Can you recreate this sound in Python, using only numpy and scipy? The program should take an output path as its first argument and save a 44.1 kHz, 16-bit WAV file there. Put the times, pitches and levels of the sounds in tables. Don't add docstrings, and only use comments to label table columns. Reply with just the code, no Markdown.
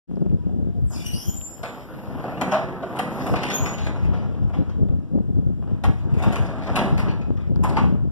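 import sys
import numpy as np
from scipy import signal
from scipy.fft import rfft, irfft, next_fast_len
from scipy.io import wavfile
from scipy.ndimage import uniform_filter1d

SR = 44100
rng = np.random.default_rng(int(sys.argv[2]) if len(sys.argv) > 2 else 0)


def unload_audio(sound):
    columns = np.transpose(np.atleast_2d(sound))
    steps = np.round(np.clip(columns, -1, 1) * 32767)
    wavfile.write(sys.argv[1], SR, steps.astype(np.int16))


N = 357651


def from_db(db):
    return 10 ** (np.asarray(db) / 20)


def rms_one(x):
    return x / np.sqrt(np.mean(x ** 2) + 1e-20)


def in_time(rows):
    time_s, *columns = np.transpose(rows)
    return [np.interp(np.arange(N) / SR, time_s, column) for column in columns]


def coloured(x, spectrum):
    size = next_fast_len(N)
    table_hz, level_db = np.transpose(spectrum)
    hz = np.arange(size // 2 + 1) * SR / size
    gain = from_db(np.interp(np.log(hz + 1), np.log(table_hz), level_db))
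    return rms_one(irfft(rfft(x, size) * gain, size)[..., :N])


def drift(rate_hz):
    r = np.exp(-2 * np.pi * rate_hz / SR)
    noise = rng.standard_normal(N + SR)
    return rms_one(signal.lfilter([1], [1, -2 * r, r * r], noise)[SR:])


def contacts(per_s, uneven_db):
    sizes = from_db(uneven_db * np.minimum(rng.exponential(1, N), 4))
    signs = rng.choice([-1, 1], N)
    return rms_one(sizes * signs * (rng.random(N) < per_s / SR))


def evened(x, share):
    return rms_one(x / uniform_filter1d(x ** 2, size=1500) ** (share / 2))


RISE_ROUNDING, FALL_ROUNDING = 1.53, 1.23


def swell(start, peak, end, peak_db, fade_db):
    now = slice(round(start * SR), min(round(end * SR), N))
    t = np.arange(now.start, now.stop) / SR
    rise = np.maximum(peak - t, 0) / (peak - start)
    fall = np.maximum(t - peak, 0) / (end - peak)
    return now, peak_db - fade_db * (rise ** RISE_ROUNDING + fall ** FALL_ROUNDING)


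def resonator(force, hz, t60, gain):
    r, w = from_db(-60 / (t60 * SR)), 2 * np.pi * hz / SR
    drive = gain * np.sqrt(1 - r * r) * np.sin(w)
    return signal.lfilter([0, drive], [1, -2 * r * np.cos(w), r * r], force)


PATCHY_DB = 3.5


def patchy(x):
    spectra = signal.stft(x, nperseg=256)[2]
    field = uniform_filter1d(rng.standard_normal(spectra.shape), size=3, axis=0)
    field = uniform_filter1d(uniform_filter1d(field, size=11, axis=1), size=11, axis=1)
    gain = from_db(PATCHY_DB * rms_one(field))
    return rms_one(signal.istft(spectra * gain, nperseg=256)[1][:N])


# freq_hz, relative level_db (per Hz)
STREET_COLOUR = [(40, 6.5), (300, -3), (700, -36), (1700, -28.5), (3000, -38.5), (5300, -43),
                 (10000, -47.5), (14500, -55)]
STREET_DB = -42


def street():
    return from_db(STREET_DB) * coloured(rng.standard_normal((2, N)), STREET_COLOUR)


# start_s, end_s, pitch_hz, level_db (about which it flutters)
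HUM_NOTES = [(0.372, 0.437, 970, -63), (0.69, 0.8, 697, -57), (1.244, 1.376, 784, -55),
             (1.45, 1.576, 790, -58), (1.873, 2.154, 508.6, -49), (2.494, 2.893, 366.6, -37)]
HUM_FLUTTER_DB = 2.5


def hums():
    out, t = np.zeros(N), np.arange(N) / SR
    waver, flutter_db = drift(15), HUM_FLUTTER_DB * drift(14)
    for start, end, hz, level_db in HUM_NOTES:
        envelope = np.sin(np.pi * np.clip((t - start) / (end - start), 0, 1)) ** 0.12
        out += from_db(level_db + flutter_db) * envelope * np.sin(2 * np.pi * hz * t + 0.98 * waver)
    return out


# time_s, level_db
BREEZE = [(0.08, -39), (0.6, -26), (0.74, -30), (0.8, -21), (1.0, -41), (1.5, -46), (2.1, -37), (2.6, -44),
          (3.1, -43), (3.5, -38), (4.3, -26), (5.0, -30.5), (5.6, -30.5), (6.3, -21), (6.7, -34.5),
          (7.2, -23), (7.43, -32), (7.7, -27), (7.96, -19.5), (8.1, -21.5)]
# peak_s, peak_db, fall_s, upper_buffeting_db (relative)
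GUST_EVENTS = [(0.132, -36.5, 0.064, 11.5), (0.174, -32, 0.018, 11.5), (0.222, -25, 0.018, 9),
               (0.329, -18.5, 0.056, -3.5), (0.264, -20, 0.013, 6), (0.471, -17.5, 0.013, -2.5),
               (0.571, -20.5, 0.08, -2), (0.68, -23, 0.032, 0), (0.842, -15, 0.04, -15),
               (0.982, -27.5, 0.038, 3), (1.068, -31, 0.041, -3), (1.152, -25.5, 0.043, -4),
               (1.29, -18.5, 0.021, -8.5), (1.368, -25, 0.04, -9), (2.162, -26, 0.048, -4),
               (2.692, -37, 0.11, -19), (3.23, -31, 0.026, -15), (3.328, -18, 0.034, -5),
               (3.63, -24, 0.04, -27), (3.88, -21.5, 0.075, -16), (4.138, -18, 0.096, -10),
               (4.452, -15, 0.04, -12), (4.604, -15.5, 0.026, 0.5), (4.822, -15.5, 0.051, -5),
               (4.941, -16, 0.068, -4), (5.173, -16.5, 0.045, 0.5), (5.297, -18.5, 0.019, -3),
               (5.383, -12.5, 0.015, -6.5), (5.519, -23, 0.14, -4), (5.731, -23.5, 0.028, 1),
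               (5.893, -15.5, 0.049, -5.5), (6.17, -15.5, 0.051, -10.5), (6.29, -18, 0.038, 1),
               (6.418, -15, 0.019, -23), (6.72, -26, 0.032, -25), (6.958, -18, 0.043, -6),
               (7.091, -19, 0.033, -5.5), (7.31, -13, 0.016, -2.5), (7.511, -15.5, 0.02, -3),
               (7.608, -16, 0.12, -5.5), (7.86, -15.5, 0.058, -1.5)]
# freq_hz, relative level_db (per Hz)
DEEP_COLOUR = [(15, -57), (25, -65.5), (45, -1.5), (70, 4.5), (120, 2), (200, -10.5), (300, -49),
               (500, -83.5)]
EDGE_COLOUR = [(100, -20), (170, 7), (230, 1), (420, -13), (770, -30.5), (1200, -57), (2500, -97)]
GUST_REACH, GUST_FADE_DB = 2, 25
BREEZE_EDGE_DB = -8
PUSH_SHARPNESS = .05


def wind():
    low_power = from_db(in_time(BREEZE)[0]) ** 2
    high_power = low_power * from_db(BREEZE_EDGE_DB + 8.2 * np.tanh(drift(7.6))) ** 2
    for s, peak_db, fall, edge_db in GUST_EVENTS:
        reach = GUST_REACH * fall
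        now, level_db = swell(s - reach, s, s + reach, peak_db, GUST_FADE_DB)
        low_power[now] += from_db(level_db) ** 2
        high_power[now] += from_db(level_db + edge_db) ** 2
    deep = evened(coloured(rng.standard_normal(N), DEEP_COLOUR), share=0.86)
    deep = deep * from_db(3.8 * drift(34))
    edge = evened(coloured(contacts(400, 1.93), EDGE_COLOUR), share=0.89)
    edge = edge * from_db(2.0 * np.tanh(drift(28)))
    gust = deep + edge * np.sqrt(high_power / low_power)
    gust = gust * from_db(2.0 * np.tanh(drift(11.0)))
    high_pass = signal.butter(2, 60, "high", fs=SR, output="sos")
    return np.sqrt(low_power) * (gust + PUSH_SHARPNESS * signal.sosfilt(high_pass, gust ** 2))


# peak_s, peak_db, pitch_hz
EDDY_POPS = [(0.113, -24.5, 420), (0.171, -18, 328), (0.218, -25, 380), (0.265, -11, 300),
             (0.316, -18, 200), (0.352, -30, 220), (0.494, -25, 328), (0.549, -23, 170), (0.581, -30, 220),
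             (0.675, -30, 230), (4.796, -19, 200), (5.188, -18, 330), (5.388, -17, 302), (6.281, -11, 200),
             (7.306, -13, 417)]


def pops():
    t, out = np.arange(N) / SR, np.zeros(N)
    for s, peak_db, hz in EDDY_POPS:
        now = slice(round(s * SR) - SR // 50, round(s * SR) + SR // 50)
        away = np.abs(2 * np.pi * hz * (t[now] - s))
        out[now] += from_db(peak_db) * np.exp(-away / 2) * np.cos(away)
    return out


# start_s, envelope peak_db, pitch_hz
DRY_TICKS = [(0.158, -48, 4770), (0.2587, -45, 2300), (0.2977, -43, 2400), (0.313, -47, 2200),
             (7.478, -52, 5200), (1.4137, -31, 2900), (7.5592, -34, 4600)]
TICK_S, TICK_GRIT = .0003, .2


def ticks():
    out, t = np.zeros(N), np.arange(SR // 100) / SR
    envelope = t / TICK_S * np.exp(1 - t / TICK_S)
    for s, peak_db, hz in DRY_TICKS:
        ring = np.sin(2 * np.pi * hz * t) + TICK_GRIT * rng.standard_normal(len(t))
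        out[round(s * SR):][:len(t)] += from_db(peak_db) * envelope * ring
    return out


# time_s, drive_hz, whine_db
INVERTER_DRIVE = [(.6, 6.2, -100), (.8, 12, -80), (1.3, 33, -55), (1.65, 83, -68), (2.2, 180, -66.5),
                  (2.5, 170, -72), (2.9, 135, -70), (3.3, 110, -69), (3.5, 54, -100)]
# multiple (of drive_hz), level_db (relative to the whine)
WHINE_SIDE_TONES = [(-5, 0), (-1, -1), (1, 0), (5, -6)]
SWITCHING_HZ, WHINE_BLUR_HZ = 11795, 10
WHINE_HISS_DB, WHINE_HISS_HALF_HZ = -1, 800


def inverter():
    drive_hz, whine_db = in_time(INVERTER_DRIVE)
    tones = np.zeros(N)
    for multiple, level_db in WHINE_SIDE_TONES:
        gain = from_db(level_db + 3.0 * drift(12.0))
        hz = SWITCHING_HZ + multiple * drive_hz + WHINE_BLUR_HZ * drift(60.0)
        tones += gain * np.sin(2 * np.pi / SR * np.cumsum(hz))
    edges_hz = [SWITCHING_HZ - WHINE_HISS_HALF_HZ, SWITCHING_HZ + WHINE_HISS_HALF_HZ]
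    band = signal.butter(2, edges_hz, "band", fs=SR, output="sos")
    haze = rms_one(signal.sosfilt(band, rng.standard_normal(N)))
    haze = haze * from_db(WHINE_HISS_DB + 2.0 * drift(8.0))
    return from_db(whine_db) * (tones + haze)


# start_s, peak_s, end_s, peak_db (an end before the peak cuts the rise short)
PIVOT_HISS = [(0.882, 0.953, 3.2, -55), (2.838, 3.39, 3.34, -46.5)]
# freq_hz, relative level_db (per Hz)
HISS_COLOUR = [(1500, -31), (2500, -43), (5000, 13), (8000, 3.5), (12000, 10), (14500, 4)]
# start_s, peak_s, end_s, peak_db (each strand, before flutter), first_hz, settled_hz,
# settling_s, first_roughness_hz, settled_roughness_hz, overtones_db (relative, set between partials 2 and 3)
PIVOT_SQUEALS = [(0.852, 0.897, 1.3, -51.5, 10470, 6000, 0.048, 300, 580, -30),
                 (0.928, 1.02, 1.16, -46, 3650, 2347, 0.015, 300, 35, -3),
                 (0.963, 1.125, 1.22, -40.5, 2780, 2934, 0.11, 80, 45, -4),
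                 (1.12, 1.17, 1.3, -44, 4650, 5200, .1, 100, 170, -10),
                 (1.16, 1.26, 1.37, -48, 2960, 3237, .1, 110, 160, -4),
                 (1.11, 1.19, 1.36, -39.5, 4300, 7280, .2, 210, 370, -3),
                 (0.95, 1.01, 1.08, -51, 3600, 3480, .05, 120, 90, -12),
                 (0.91, 0.96, 1.1, -47, 5300, 5100, .05, 250, 200, -10),
                 (1.22, 1.366, 1.476, -40, 5760, 7330, 0.07, 200, 80, 6),
                 (1.225, 1.31, 1.39, -37, 7030, 7060, 0.11, 40, 40, -25),
                 (1.31, 1.38, 1.46, -38, 7170, 7235, 0.04, 40, 30, -25),
                 (1.36, 1.47, 1.57, -30, 7260, 7238, 0.041, 44, 5.8, -30),
                 (1.5, 1.565, 1.64, -43, 7236, 7236, 0.1, 5, 5, -40),
                 (1.58, 1.67, 1.86, -50, 7232, 7242, 0.091, 5.1, 6.6, -40),
                 (2.28, 2.385, 2.43, -49, 1950, 3900, 0.18, 45, 45, -24),
                 (3.18, 3.32, 3.42, -61, 14250, 14300, .05, 30, 31, -40),
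                 (3.525, 3.55, 3.6, -30, 6800, 6500, 0.03, 90, 60, -10),
                 (3.581, 3.65, 3.89, -42, 6810, 6910, 0.205, 113, 90, -14),
                 (3.54, 3.6, 3.66, -33, 6500, 6950, 0.054, 46, 78, -6.5)]
HISS_FADE_DB, SQUEAL_FADE_DB = 24, 20
PARTIAL_STEP_DB = -2.5


def pivots():
    out, hiss = np.zeros(N), patchy(coloured(rng.standard_normal(N), HISS_COLOUR))
    for row in PIVOT_HISS:
        now, level_db = swell(*row, HISS_FADE_DB)
        out[now] += from_db(level_db) * hiss[now]
    slow, fast, flutter = ([drift(rate) for strand in range(2)] for rate in (12.0, 200.0, 40.0))
    for (start, peak, end, peak_db, first_hz, settled_hz, settling,
         first_rough, settled_rough, overtones_db) in PIVOT_SQUEALS:
        now, level_db = swell(start, peak, end, peak_db, SQUEAL_FADE_DB)
        left = np.exp(-np.arange(len(level_db)) / SR / settling)
        hz = settled_hz + (first_hz - settled_hz) * left
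        rough_hz = settled_rough + (first_rough - settled_rough) * left
        slipping = np.minimum(rough_hz / 50, 1)
        for strand in range(2):
            waver_hz = rough_hz * (.4 * slow[strand][now] + fast[strand][now])
            phase = 2 * np.pi * np.cumsum(hz + waver_hz) / SR
            upper = 0
            for k in range(2, 6):
                partial_gain = from_db(overtones_db + PARTIAL_STEP_DB * (k - 2.5))
                upper = upper + partial_gain * np.sin(k * phase) * (k * hz < SR / 2.5)
            gain = from_db(level_db + 4.0 * slipping * flutter[strand][now]) * slipping ** strand
            out[now] += gain * (np.sin(phase + strand) + slipping ** 2 * upper)
    return out


# pitch_hz, level_db, t60_s
STRONG_MODES = [(186.5, -5, 0.34), (628, -11, 0.035), (711.5, -4, 0.0071), (859, -12, 0.03),
                (1012, -23, 0.07), (1284, -6, 0.014)]


def sheet_rings(force, powers):
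    out = 0
    for k, (hz, level_db, t60) in enumerate(STRONG_MODES):
        out = out + resonator(force * np.sqrt(powers[k]), hz, t60, (-1) ** k * from_db(level_db))
    return out


# pitch_hz, level_db (relative), t60_s
BRACKET_MODES = [(1700, -6, .03), (2560, 0, .03), (2890, -1, .025), (3250, -8, .02), (3650, -5, .02),
                 (5000, -14, .015)]
BRACKET_DB = -13


def brackets(force):
    out = 0
    for hz, level_db, t60 in BRACKET_MODES:
        out = out + resonator(force * from_db(5.0 * drift(8.0)), hz, t60, from_db(BRACKET_DB + level_db))
    return out


def blow(t, peak_db, rise, t60):
    build_up = np.minimum(t / max(rise, 1e-4), 1) ** 2
    decay_db = -60 * np.maximum(t - rise, 0) / max(t60, .01)
    return build_up * from_db(peak_db + decay_db) ** 2


# time_s, level_db, rattle_db (loose parts, relative)
ROLLING = [(0.86, -60, -14), (1.1, -47.5, -6), (1.44, -48, -14.5), (2.33, -31, -26.5), (2.55, -29.5, -14),
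           (2.78, -33.5, -36), (3.04, -29.5, -30), (3.47, -26.5, -15.5), (5.05, -57, -26),
           (5.63, -58, -27.5), (6.41, -30.5, -13), (6.61, -33.5, -17), (6.79, -21, -27), (6.88, -26, -21),
           (7.13, -36, -23), (7.53, -60.5, -18), (7.71, -27.5, -23), (8.11, -53, -35)]
# start_s, body_db, crack_db and sizzle_db (relative), build_up_s, t60_s, ring_hz
BLOWS = [(0.213, -42, -38, -28, 0.0024, 0.014, 560), (0.49, -46, -35, -43, 0.003, 0.21, 717),
         (0.897, -38.5, -37, -9, 0.024, 0.75, 614), (1.631, -20.5, -20, -28, 0.00064, 0.5, 679),
         (2.24, -22.5, -48, -46, 0.0015, 0.5, 729), (2.411, -10.5, -19.5, -24.5, 0.008, 0.08, 746),
         (2.481, -32, -24, -21, 0.015, 0.12, 810), (2.511, -9.5, -20.5, -35, 0.024, 0.26, 636.6),
         (2.724, -28.5, -36, -35, 0.0031, 0.084, 720), (2.822, -23, -26, -38, 0.016, 0.12, 694),
         (2.955, -25, -22, -26, 0.016, 0.3, 824), (2.987, -12, -16, -20, 0.01, 0.096, 756),
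         (3.262, -22.5, -14, -21, 0.013, 0.078, 620), (3.335, -11, -29, -42, 0.0078, 0.029, 679),
         (3.357, -24.5, -12, -24, 0.0023, 0.19, 837), (3.432, -20.5, -6, -17, 0.0071, 0.11, 745),
         (3.5, -23, -2, -16.5, 0.0025, 0.22, 1165), (3.655, -25, -8, -16.5, 0.017, 0.24, 1197),
         (3.779, -34.5, -6, -28, 0.0091, 0.81, 815), (3.865, -32.5, -2.5, -14, 0.0036, 0.13, 785),
         (4.131, -29.5, -21.5, -38, 0.0041, 0.69, 737), (4.49, -32.5, -37, -35, 0.0045, 0.19, 682),
         (4.532, -31, -20.5, -37, 0.0062, 0.69, 746), (4.693, -39, -13, -33, 0.00077, 0.35, 545),
         (4.883, -37.5, -20, -40, 0.006, 0.053, 560), (5.621, -39.5, -35, -39, 0.0038, 0.22, 685),
         (5.671, -40, -24, -37, 0.0032, 0.78, 602), (5.836, -15, -19.5, -24.5, 0.0061, 0.15, 747),
         (6.139, -38.5, -13, -19, 0.0033, 0.12, 760), (6.15, -25.5, -28, -34, 0.11, 1, 747),
         (6.221, -22.5, -12.5, -20.5, 0.015, 0.21, 766), (6.32, -23.5, -15, -18.5, 0.02, 0.13, 782),
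         (6.357, -20, -14, -27, 0.0057, 0.18, 1123), (6.661, -18.5, -19.5, -40, 0.041, 0.033, 676),
         (6.754, -13, -14, -21, 0.018, 0.15, 760), (6.784, -17, -15, -36, 0.018, 0.1, 619),
         (6.972, -23.5, -13.5, -24, 0.017, 0.32, 790), (7.077, -42.5, -1.5, -38, 0.025, 0.3, 860),
         (7.21, -44.5, -3.5, -38, 0.015, 0.14, 910), (7.364, -41, -14, -36, 0.023, 0.62, 1226),
         (7.557, -31.5, -25, -39, 0.0047, 0.018, 905), (7.631, -14.5, -29, -20, 0.014, 0.14, 994),
         (7.688, -34, -4, -12, 0.018, 0.091, 1030), (7.764, -12.5, -21, -35, 0.0094, 0.21, 834),
         (7.822, -22, -28, -32, 0.019, 0.04, 800)]
# freq_hz, relative level_db (per Hz)
SHEET_COLOUR = [(40, -41), (100, -4), (200, 1.5), (420, -12), (700, -13.5), (1300, -19), (1800, -24),
                (3000, -35), (6000, -50.5), (14000, -67.5)]
CRACK_COLOUR = [(1200, -15.5), (2000, 7.5), (2800, 0.5), (4000, -2.5), (6500, -13), (9000, -34.5)]
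SIZZLE_COLOUR = [(4000, -16), (6500, -1), (9000, 2.5), (12000, -2), (14500, -3)]
ROLL_RING_DB, ROLL_SIZZLE_DB = -21, -15
RING_DB, RING_REACH_OCTAVES = 1.5, 0.037
CRACK_SHARE_OF_RISE, CRACK_SHARE_OF_T60, SIZZLE_SHARE_OF_T60 = 0.42, 0.66, 0.58
SING_DB, SING_SHARE_OF_T60, SING_WAVER = -10, 0.4, 1.6
BLOW_CUT_HZ, BLOW_BASS_DB = 850, -13.5
CLATTER_DB = 1.8


def gate():
    roll_db, rattle_db = in_time(ROLLING)
    body = from_db(roll_db + 2.0 * drift(29.0)) ** 2
    crack = from_db(roll_db + rattle_db + 2.5 * drift(10.7)) ** 2
    sizzle = crack * from_db(ROLL_SIZZLE_DB) ** 2
    modes = np.array([body * from_db(ROLL_RING_DB + 4.0 * drift(6.0)) ** 2 for mode in STRONG_MODES])
    struck, sung, waver = np.zeros(N), np.zeros(N), SING_WAVER * drift(34.0)
    mode_hz = np.array(STRONG_MODES)[:, :1]

    for s, body_db, crack_db, sizzle_db, rise, t60, ring_hz in BLOWS:
        first = round(s * SR)
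        t = np.arange(min(SR // 2, N - first)) / SR
        now = slice(first, first + len(t))
        sharp_rise = rise * CRACK_SHARE_OF_RISE
        thud = blow(t, body_db - 0.5, rise, t60)
        struck[now] += thud
        note = np.sqrt(blow(t, body_db + SING_DB, rise, t60 * SING_SHARE_OF_T60))
        sung[now] += note * np.sin(2 * np.pi * ring_hz * t + waver[now])
        octaves_off = np.log2(mode_hz / ring_hz)
        modes[:, now] += thud * np.exp(-(octaves_off / RING_REACH_OCTAVES) ** 2)
        sharp = blow(t, body_db + 3.0, sharp_rise, t60 * CRACK_SHARE_OF_T60)
        crack[now] += sharp * from_db(crack_db) ** 2
        sizzle[now] += blow(t, body_db + sizzle_db + 0.5, sharp_rise, t60 * SIZZLE_SHARE_OF_T60)

    clatter = from_db(CLATTER_DB * drift(42.0)) ** 2
    struck, crack, sizzle = struck * clatter, crack * clatter, sizzle * clatter
    force, grit = contacts(1500, 1.63), contacts(4000, 1.5)
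    sheet = coloured(force, SHEET_COLOUR)
    bass = signal.sosfiltfilt(signal.butter(2, BLOW_CUT_HZ, fs=SR, output="sos"), sheet)
    dense = np.sqrt(body + struck) * (sheet - bass)
    dense += np.sqrt(body + struck * from_db(BLOW_BASS_DB) ** 2) * bass
    bright = np.sqrt(crack) * patchy(coloured(grit, CRACK_COLOUR))
    bright += np.sqrt(sizzle) * patchy(coloured(grit, SIZZLE_COLOUR))
    rings = from_db(RING_DB) * sheet_rings(force, modes)
    return dense + sung + rings + bright + brackets(np.sqrt(crack) * grit)


GARAGE_T60_S, GARAGE_DB, WALL_CUT_HZ = .35, -12, 1550


def garage(x):
    size = next_fast_len(N + SR)
    hz = np.arange(size // 2 + 1) * SR / size
    dull = 1 / (1 + 1j * hz / WALL_CUT_HZ)
    response = 0
    for k, lag in enumerate(rng.uniform(.015, .05, 10)):
        loop = from_db(-60 * lag / GARAGE_T60_S) * dull * np.exp(-2j * np.pi * hz * lag)
        response = response + loop / (1 - loop) * (-1) ** k
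    return irfft(rfft(x, size) * response, size)[:N]


SHADOW_HZ, SHADOW_DB, BASS_SCATTER_DB = 1400, -3.5, -10
SCATTER_S, SCATTER_CUT_HZ = .06, 13000


def shadowed_port(sound, street_shared, street_second_port):
    edge = signal.butter(3, SHADOW_HZ, fs=SR, output="sos")
    arriving = sound + street_shared
    low = signal.sosfiltfilt(edge, arriving)
    reflected = from_db(SHADOW_DB) * (arriving - low) + from_db(BASS_SCATTER_DB) * low
    scatter = rng.standard_normal((3, SR // 5)) * np.exp(-np.arange(SR // 5) / SR / SCATTER_S)
    scatter = scatter / np.sqrt(np.sum(scatter ** 2))
    scatter = signal.lfilter(*signal.butter(1, SCATTER_CUT_HZ, fs=SR), scatter)
    sway = np.array([drift(1.5) for path in scatter])
    sway = np.sqrt(3) * sway / np.sqrt(np.sum(sway ** 2, axis=0))
    echoes = np.sum(sway * signal.fftconvolve(reflected[None], scatter)[:, :N], axis=0)
    street_hiss = street_second_port - signal.sosfiltfilt(edge, street_second_port)
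    return low + echoes + from_db(SHADOW_DB) * street_hiss


def scene():
    sound = gate() + pivots() + inverter() + hums()
    street_shared, street_second_port = street()
    sound = sound + from_db(GARAGE_DB) * garage(sound)
    shadowed = shadowed_port(sound, street_shared, street_second_port)
    exposed = sound + street_shared + wind() + pops() + ticks()
    return np.array([exposed, shadowed])


PORT_LAG_S, CROSS_CUT_HZ = .000465, 8000
CROSS_TO_LEFT, CROSS_TO_RIGHT = 0.74, 0.71
START_S, OPENING_S = 0.073, 0.042
BASS_CUT_HZ, CUTOFF_HZ = 38, 14750
OVERLOAD = .65


def record(dry):
    size = next_fast_len(N + SR // 10)
    hz = np.arange(size // 2 + 1) * SR / size
    padded = np.pad(dry, ((0, 0), (0, size - N)), "reflect")
    cross = np.exp(-2j * np.pi * hz * PORT_LAG_S) / np.sqrt(1 + (hz / CROSS_CUT_HZ) ** 4)
    late = irfft(rfft(padded) * cross, size)[:, :N]
    pair = np.array([dry[0] - CROSS_TO_LEFT * late[1], dry[1] - CROSS_TO_RIGHT * late[0]])
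    pair *= np.clip((np.arange(N) / SR - START_S) / OPENING_S, 0, 1)
    pair = signal.sosfilt(signal.butter(2, BASS_CUT_HZ, "high", fs=SR, output="sos"), pair)
    pair = OVERLOAD * np.tanh(pair / OVERLOAD)
    return signal.sosfilt(signal.cheby2(16, 80, CUTOFF_HZ, fs=SR, output="sos"), pair)


dry = scene()
out = record(dry)
unload_audio(out)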